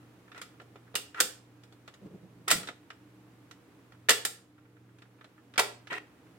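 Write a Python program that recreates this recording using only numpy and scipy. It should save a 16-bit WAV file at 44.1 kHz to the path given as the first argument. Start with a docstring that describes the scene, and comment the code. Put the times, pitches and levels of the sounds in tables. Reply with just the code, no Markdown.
"""A low electrical hum swells and sinks in a small room as two close tones beat. A hand pushes the speed
lever of an old record changer: the linkage ticks and rubs, and three snaps into the detents set the steel
deck and its wooden plinth ringing. From 2 s the lever drags with a low rumble, then clacks home at 2.5 s
and rocks the deck on its springs. A second clack and thud land at 4.1 s. More light ticks lead to a hard
knock at 5.6 s and a last, softer snap with a short rub."""
import sys
import numpy as np
from scipy import signal
from scipy.fft import rfft, irfft
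from scipy.io import wavfile

SR = 44100
rng = np.random.default_rng(int(sys.argv[2]) if len(sys.argv) > 2 else 0)


def to_wav(s):
    """Save 16-bit WAV."""
    ch = np.atleast_2d(s).T  # columns
    pcm = np.round(np.clip(ch, -1, 1) * 32767)  # PCM
    wavfile.write(sys.argv[1], SR, pcm.astype(np.int16))


N = 281358


def from_db(db):
    return 10 ** (np.asarray(db) / 20)


def unit_rms(x):
    return x / np.sqrt(np.mean(x ** 2) + 1e-20)


def at_hz(points, hz):
    """Read a curve of straight lines on a log-frequency axis."""
    return np.interp(np.log(hz), np.log(np.array(points)[:, 0]), np.array(points)[:, 1])


def peak(hz, centre_hz, width_hz):
    """The bell of one resonance, height 1."""
    return 1 / (1 + (2 * (hz - centre_hz) / width_hz) ** 2)


def drift(knots_per_s):
    """A random wander with rms 1."""
    knots = rng.standard_normal(int(N / SR * knots_per_s) + 2)
    return unit_rms(np.interp(np.arange(N) / SR * knots_per_s, np.arange(len(knots)), knots))


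def stroke(start_s, length_s, db, db_per_s, attack_s, release_s):
    """A stroke sets in, grows or eases steadily with the hand's pressure, and dies away."""
    t = np.arange(N) / SR - start_s
    gate = np.clip(1 + t / attack_s, 0, 1) * np.exp(-np.maximum(t - length_s, 0) / release_s)
    return gate * from_db(db + db_per_s * np.clip(t, 0, length_s))


# Stereo image of diffuse sound, centred lows and wide highs: freq_hz, left_right_correlation
LIKENESS = [(30, .3), (80, .88), (300, .92), (700, .6), (1500, .25), (4000, 0), (15000, 0)]
def diffuse(spectrum, size):
    """Stereo noise of a given colour, alike on both sides in the bass only; rms 1."""
    hz = np.maximum(np.fft.rfftfreq(size, 1 / SR), 1)
    mid, side = np.exp(2j * np.pi * rng.random((2, len(hz))))
    alike = np.clip(at_hz(LIKENESS, hz), -1, 1)
    stereo = np.sqrt(1 + alike) * mid + np.sqrt(1 - alike) * side * [[1], [-1]]
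    return unit_rms(irfft(stereo * from_db(at_hz(spectrum, hz)) * (hz > 10), size))


# Dark room tone: freq_hz, gain_db
AIR_COLOUR = [(25, -18), (55, -8.5), (100, -2.5), (180, 1), (235, -1.5), (300, 8), (370, -3), (470, -4.5),
              (600, -8), (1300, -10.5), (2500, -16), (5000, -24.5), (10000, -27.5), (16000, -30.5)]
# Its fader ride: time_s, level_db
AIR_RIDE = [(0, -58.5), (1.6, -61), (3.8, -59.5), (4.5, -64.5), (5.3, -62), (6.3, -59)]
def room_air():
    """A quiet bed of noise that slowly rises and falls."""
    level_db = np.interp(np.arange(N) / SR, *np.transpose(AIR_RIDE))
    return from_db(level_db) * diffuse(AIR_COLOUR, N)


# Mains hum, then a motor running just below it: pitch_hz
HUM_PITCHES = [119.92, 118.71]
# Balance of the same pair: level_db
HUM_LEVELS = [-63.7, -70.3]
# Fainter machine tones: pitch_hz, level_db
WHINE_TONES = [(95, -77), (186.5, -75), (239.7, -78), (302.6, -71.5), (415, -81), (475, -79)]
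def hum(swell_s, waver_db):
    """Mains and motor tones beat, in phase at swell_s; the fainter tones waver."""
    t = np.arange(N) / SR - swell_s
    beating = sum(from_db(db) * np.cos(2 * np.pi * hz * t) for hz, db in zip(HUM_PITCHES, HUM_LEVELS))
    whine = sum(from_db(db + waver_db * drift(9)) * np.cos(2 * np.pi * hz * t + 1.6 * drift(4))
                for hz, db in WHINE_TONES)
    return np.sqrt(2) * (beating + whine)


# Short reverb tail of the room: freq_hz, t60_s
ROOM_DECAY = [(150, .45), (500, .35), (1600, .36), (4000, .33), (8000, .3), (15000, .24)]
# Tone of that tail: freq_hz, gain_db
ROOM_COLOUR = [(150, -11), (500, -7), (1600, -13.5), (4000, -9.5), (8000, -11.5), (15000, -10.5)]
def room_echoes(send, build_s):
    """Wall echoes build up within milliseconds and die away, the treble first."""
    size = SR * 3 // 4
    t, hz = np.arange(size) / SR, np.maximum(np.fft.rfftfreq(size, 1 / SR), 1)
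    white = rfft(diffuse([(20, 0), (20000, 0)], size))
    centres_hz = np.geomspace(100, 15000, 10)
    tail = 0
    for centre_hz, share in zip(centres_hz, np.eye(len(centres_hz))):
        fade = np.exp(-np.log(1000) * t / at_hz(ROOM_DECAY, centre_hz)) * (1 - np.exp(-t / build_s))
        band = irfft(white * np.interp(np.log(hz), np.log(centres_hz), share), size)
        tail = tail + from_db(at_hz(ROOM_COLOUR, centre_hz)) * band * fade / np.linalg.norm(fade)
    return signal.fftconvolve(send, tail, axes=1)[:, :N]


# Rumble of the plinth: freq_hz, gain_db
RUMBLE_COLOUR = [(40, -31), (90, -12), (130, -7), (180, 6), (240, -8), (300, -4.5), (450, -7), (750, -21.5),
                 (1500, -35.5), (5000, -42.5), (16000, -53)]
# Pushes on the dragging lever: start_s, length_s, level_db, growth_db_per_s
DRAGS = [(2.024, 0.14, -51.5, 3), (2.226, 0.29, -61.5, 9.5), (2.54, 0.11, -48, -58.5)]
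def lever_drag(judder_db):
    """The sliding lever sticks and slips, and the plinth passes on the low part."""
    pressure = sum(stroke(*row, attack_s=0.023, release_s=0.025) for row in DRAGS)
    return pressure * from_db(judder_db * drift(60)) * diffuse(RUMBLE_COLOUR, N)


def resonate(slips, hz, width_hz):
    """Slips ring one resonance, heard a little differently on each side."""
    radius = np.exp(-np.pi * width_hz / SR)
    alike = np.clip(at_hz(LIKENESS, hz), 0, 1)
    shared, *own = rng.standard_normal((3, N))
    push = slips * (np.sqrt(alike) * shared + np.sqrt(1 - alike) * np.array(own))
    feedback = [1, -2 * radius * np.cos(2 * np.pi * hz / SR), radius * radius]
    return (1 - radius) * signal.lfilter([1, 0, -1], feedback, push)


LEVER_HZ = 1370   # the lever's own ring when rubbed or lightly touched
# Metallic rasp of the linkage: pitch_hz, width_hz, gain_db
LINKAGE_RESONANCES = [(398, 32, -2.5), (751, 41, -6), (1000, 74, -4), (1330, 40, -4), (1420, 50, -6.5),
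                      (1910, 50, -4), (1909, 89, 4), (2260, 39, -4.5), (2500, 50, -2.5), (2740, 70, -5),
                      (3170, 55, -8.5), (3830, 92, -15.5), (7900, 620, -30.5)]
# Rubs as it takes up load: start_s, length_s, level_db, growth_db_per_s, creak_over_rasp_db
RUBS = [(0.361, 0.04, -54, -10, 1), (1.145, 0.067, -56.5, 302.5, 4), (2.48, 0.039, -33.5, -2, -10),
        (5.905, 0.079, -38, 5, -16)]
def linkage_rub(slips_per_s, spread_db):
    """Metal slides on metal in tiny uneven slips that ring the linkage and make the lever creak."""
    slipping = rng.random(N) < slips_per_s / SR
    slips = slipping * from_db(spread_db * rng.standard_normal(N)) + 1e-18
    rasp = unit_rms(sum(from_db(db) * resonate(slips, hz, width_hz)
                        for hz, width_hz, db in LINKAGE_RESONANCES))
    creak = unit_rms(resonate(slips, LEVER_HZ, width_hz=89))
    return sum(stroke(*row, attack_s=0.0044, release_s=0.0048) * (rasp + from_db(creak_db) * creak)
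               for *row, creak_db in RUBS)


# Low body of the sprung deck: pitch_hz, gain_db, t60_s
SPRING_MODES = [(62, -8.5, 0.081), (88, -4.5, .15), (140, -1.5, 0.092), (185, -1, .12)]
# Thuds under two of the clacks: start_s, level_db
THUDS = [(2.556, -45.5), (4.088, -48)]
def deck_thuds():
    """Heavy snaps rock the whole deck on its springs."""
    out = 0
    for start_s, level_db in THUDS:
        t = np.maximum(np.arange(N) / SR - start_s, 0)
        for hz, gain_db, t60_s in SPRING_MODES:
            decay_db = np.minimum(60 * t / t60_s, 200)
            out = out + from_db(level_db + gain_db - decay_db) * np.sin(2 * np.pi * hz * t)
    return out


# Voice of the deck, its peaks and hollows: centre_hz, width_hz, gain_db
DECK_RESONANCES = [(302, 30, 1), (408, 35, 6), (468, 43, 6.5), (714, 21, 7.5), (790, 28, -3.5),
                   (1064, 83, -4), (1270, 120, 3.5), (1379, 26, 6.5), (1852, 350, 2.5), (2350, 590, 1),
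                   (2901, 280, 2), (3470, 79, 1.5), (3680, 210, 4.5), (4930, 160, 3.5), (5180, 80, 3),
                   (6750, 640, 3), (7450, 320, 5), (8000, 130, 5), (8600, 860, 5), (9300, 290, 3),
                   (10900, 610, -5.5), (13000, 1400, 2)]
def deck_db(hz):
    """How much the deck favours each frequency."""
    return sum(db * peak(hz, centre_hz, width_hz) for centre_hz, width_hz, db in DECK_RESONANCES)


# Base ring time of the deck, scaled for each mode: freq_hz, t60_s
DECK_DECAY = [(100, 0.24), (500, 0.14), (1600, 0.11), (4000, 0.12), (11000, 0.11)]
def deck_modes(count, ring_scale, chatter, chatter_s, rise_s, t60_spread):
    """Densely packed modes of the steel plate: their pitches and decaying cosine and sine waves."""
    edges_hz = 50 + 16400 * np.linspace(0, 1, count + 1) ** 2
    spacing_hz = np.diff(edges_hz)
    hz = edges_hz[:-1] + spacing_hz * rng.random(count)
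    for centre_hz, _, _ in DECK_RESONANCES:
        hz[np.argmin(abs(hz - centre_hz))] = centre_hz
    t = np.arange(SR // 7) / SR
    # the favoured modes are the least damped and sing on as metallic lines
    t60_s = ring_scale * at_hz(DECK_DECAY, hz) * from_db(.5 * deck_db(hz))
    t60_s *= np.exp(t60_spread * rng.standard_normal(count))
    # the parts chatter for a few milliseconds after they meet, then the plate rings on freely
    contact = (1 - np.exp(-t / rise_s)) * (1 + chatter * np.exp(-(t / chatter_s) ** 2))
    fade = np.exp(-np.log(1000) * t / t60_s[:, None]) * contact
    fade *= np.sqrt(4 * spacing_hz / SR / np.sum(fade ** 2, axis=1))[:, None]   # equal energy per Hz
    # high modes radiate unevenly towards the listener
    uneven_db = at_hz([(1000, .5), (7000, 2.5)], hz) * rng.uniform(-2, 1.6, count)
    fade *= from_db(uneven_db)[:, None]
    angle = (2 * np.pi * hz[:, None] * t).astype(np.float32)
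    return hz, fade * np.cos(angle), fade * np.sin(angle)


# EQ points of a blow (sub, thump, knock, mids): freq_hz
BLOW_BANDS = [40, 200, 600, 1600]
def blow_db(hz, sub_db, thump_db, knock_db, tilt_db_per_octave):
    """The EQ of one blow: thump and knock give it weight, an upward treble tilt makes it hard."""
    weight_db = np.interp(np.log(hz), np.log(BLOW_BANDS), [thump_db + sub_db, thump_db, knock_db, 0])
    return weight_db + tilt_db_per_octave * np.maximum(np.log2(hz / BLOW_BANDS[-1]), 0)


# The deck sits a little to the right: freq_hz, left_minus_right_db
DECK_PAN = [(200, -1.8), (500, -1), (1600, -2), (4000, -.7), (8000, -2.5), (12000, -6.5)]
# Its width, as phase scatter between the ears: freq_hz, scatter_rad
DECK_WIDTH = [(200, .2), (500, .55), (1200, .9), (2200, 1.5), (10000, 1.5)]
def strike_deck(modes, starts_s, colours_db, vary_db, left_lag_ms):
    """Each blow lands elsewhere and so shares itself out differently among the same modes."""
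    hz, cosines, sines = modes
    body_db = deck_db(hz)
    split = np.array([[.5], [-.5]])   # half of a difference goes to each ear
    pan = from_db(at_hz(DECK_PAN, hz) * split)
    out = np.zeros((2, N + cosines.shape[1]))
    for start_s, colour_db in zip(starts_s, colours_db):
        place, scatter, *strength = rng.standard_normal((4, len(hz)))
        between_ears = at_hz(DECK_WIDTH, hz) * scatter - 2 * np.pi * hz * left_lag_ms / 1000
        phase = 2 * np.pi * place + between_ears * split
        uneven_db = vary_db * np.array(strength) * (1 - at_hz(LIKENESS, hz))
        gain = pan * from_db(colour_db + body_db + uneven_db)
        ring = (gain * np.cos(phase)) @ cosines - (gain * np.sin(phase)) @ sines
        start = round(start_s * SR)
        out[:, start:start + ring.shape[1]] += ring
    return out[:, :N]


# Soft-topped tone of every tick: freq_hz, gain_db
TICK_COLOUR = [(200, -2), (600, 0.5), (1600, 2), (4000, -5.5), (11000, -27), (20000, -41)]
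# Light contacts of the linkage: start_s, level_db, knock_db, tilt_db_per_octave
TICKS = [(.279, -21.5, -8, -11), (.317, -13, -7, -4), (.346, -16, -5, -3.5), (.377, -17, 0, 2.5),
         (.599, -14.5, 2, -5), (.616, -32.5, 16.5, 5), (.757, -20, 8, -3.5), (.877, -23.5, -12, -23),
         (.942, -16.5, 12, -2.5), (1.145, -10.5, -5.5, -3), (1.635, -26, -9, 3.5), (1.724, -30, 10.5, 4),
         (1.877, -15, 4, 0.5), (1.939, -25.5, -4, 4), (2.631, -10, -1, -3), (2.673, -9, 0, 1.5),
         (2.687, -4.5, -1, -1.5), (2.903, -10, -8.5, -3), (3.511, -18.5, -5, 3), (3.921, -23.5, 0.5, -1),
         (4.654, -29, -3.5, -10), (4.767, -26, -9, -12), (4.89, -29.5, -6.5, -13.5),
         (4.985, -28, -4.5, 0.5), (5.02, -19.5, -6.5, -2.5), (5.21, -18.5, -7, -7), (5.243, -20, 2, -0.5),
         (5.379, -22.5, -7, -20), (5.538, -18, -5, -0.5), (5.558, -12.5, 0, -3.5), (5.871, -14, -7, -1),
         (5.917, -4.5, 3.5, -10)]
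def linkage_ticks(modes, trim_db, lever_db, sub_db, faint_per_s, faint_db):
    """Slack is taken up in soft touches that ring the deck and bring out the lever's own note."""
    hz = modes[0]
    # fainter, dull touches come at random while the hand rests on the lever
    faint_starts_s = rng.uniform(0, N / SR, round(faint_per_s * N / SR))
    touches = TICKS + [(start_s, faint_db, 0, -9) for start_s in faint_starts_s]
    shared_db = trim_db + at_hz(TICK_COLOUR, hz) + lever_db * peak(hz, LEVER_HZ, width_hz=190)
    colours_db = [shared_db + level_db + blow_db(hz, sub_db, knock_db, knock_db, tilt)
                  for _, level_db, knock_db, tilt in touches]
    return strike_deck(modes, [row[0] for row in touches], colours_db, vary_db=5.0, left_lag_ms=0.083)


# Bright tone of every snap: freq_hz, gain_db
SNAP_COLOUR = [(200, -0.5), (600, -3.5), (1600, 0), (4000, -1), (11000, -5.5), (20000, -19.5)]
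# The hero hits; close ones fuse into a clack:
# start_s, level_db, thump_db, knock_db, tilt_db_per_octave, plinth_hz, lever_hz
SNAPS = [(0.4145, -4.5, -11, -10, -3.5, 460, 1250), (.953, 4.5, -7, -5.5, 0.56, 500, 2810),
         (1.202, 11, -2.5, -2, 1.44, 510, 1510), (2.48, 5, -6, -5.5, -1.2, 720, 1300),
         (2.503, 8.5, -19.5, -3.5, -1, 707, 1500), (2.5114, 15, -20, -3.5, -0.03, 623, 2010),
         (4.0864, 15, -8, -2, -7, 480, 1790), (4.0926, 16, -19, -4, -0.14, 478, 2900),
         (4.1045, 14.5, -10.5, -4.5, -2, 454, 1730), (4.2501, 3.5, -11, -2, 1.5, 464, 1750),
         (5.578, 15, -6.5, -8.5, -4, 710, 2270), (5.591, 11.5, -14, 6.5, -4.5, 626, 1940),
         (5.594, 11, -22.5, 10, -0.9, 403, 980), (5.928, 2.5, -9.5, -0.5, -9, 426, 1890)]
def detent_snaps(modes, trim_db, plinth_db, lever_db, sub_db):
    """The spring drives the lever home; each snap favours its own plinth and lever resonance."""
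    hz, colours_db = modes[0], []
    shared_db = trim_db + at_hz(SNAP_COLOUR, hz)
    for _, level_db, thump_db, knock_db, tilt, plinth_hz, lever_hz in SNAPS:
        impact_db = blow_db(hz, sub_db, thump_db, knock_db, tilt)
        rings_db = plinth_db * peak(hz, plinth_hz, 65) + lever_db * peak(hz, lever_hz, 120)
        colours_db.append(shared_db + level_db + impact_db + rings_db)
    return strike_deck(modes, [row[0] for row in SNAPS], colours_db, vary_db=3.0, left_lag_ms=0.054)


def scene():
    """The changer close by, its echoes, and the hum and air of the room."""
    hard_modes = deck_modes(count=460, ring_scale=0.74, chatter=0.41, chatter_s=0.0055,
                            rise_s=0.0009, t60_spread=0.24)
    soft_modes = deck_modes(count=400, ring_scale=0.78, chatter=0.49, chatter_s=0.0086,
                            rise_s=0.00052, t60_spread=0.16)
    snaps = detent_snaps(hard_modes, trim_db=-1.5, plinth_db=9, lever_db=9.5, sub_db=-34)
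    ticks = linkage_ticks(soft_modes, trim_db=-1, lever_db=3, sub_db=-35.5, faint_per_s=2, faint_db=-31)
    rubbing = linkage_rub(slips_per_s=2200, spread_db=1.0)
    echoes = room_echoes(snaps + from_db(-4.5) * (ticks + rubbing), build_s=0.016)
    background = room_air() + hum(swell_s=0.78, waver_db=3.0) + lever_drag(judder_db=3.5)
    lean_right = from_db([[-.7], [.7]])
    return background * lean_right + echoes + rubbing + deck_thuds() + ticks + snaps


def record(dry):
    """Peaks clip at full scale and the top is cut above 16 kHz."""
    low_pass = signal.ellip(10, .1, 80, 16000, fs=SR, output="sos")
    return signal.sosfilt(low_pass, np.clip(dry, -1, 1))


dry = scene()
out = record(dry)
to_wav(out)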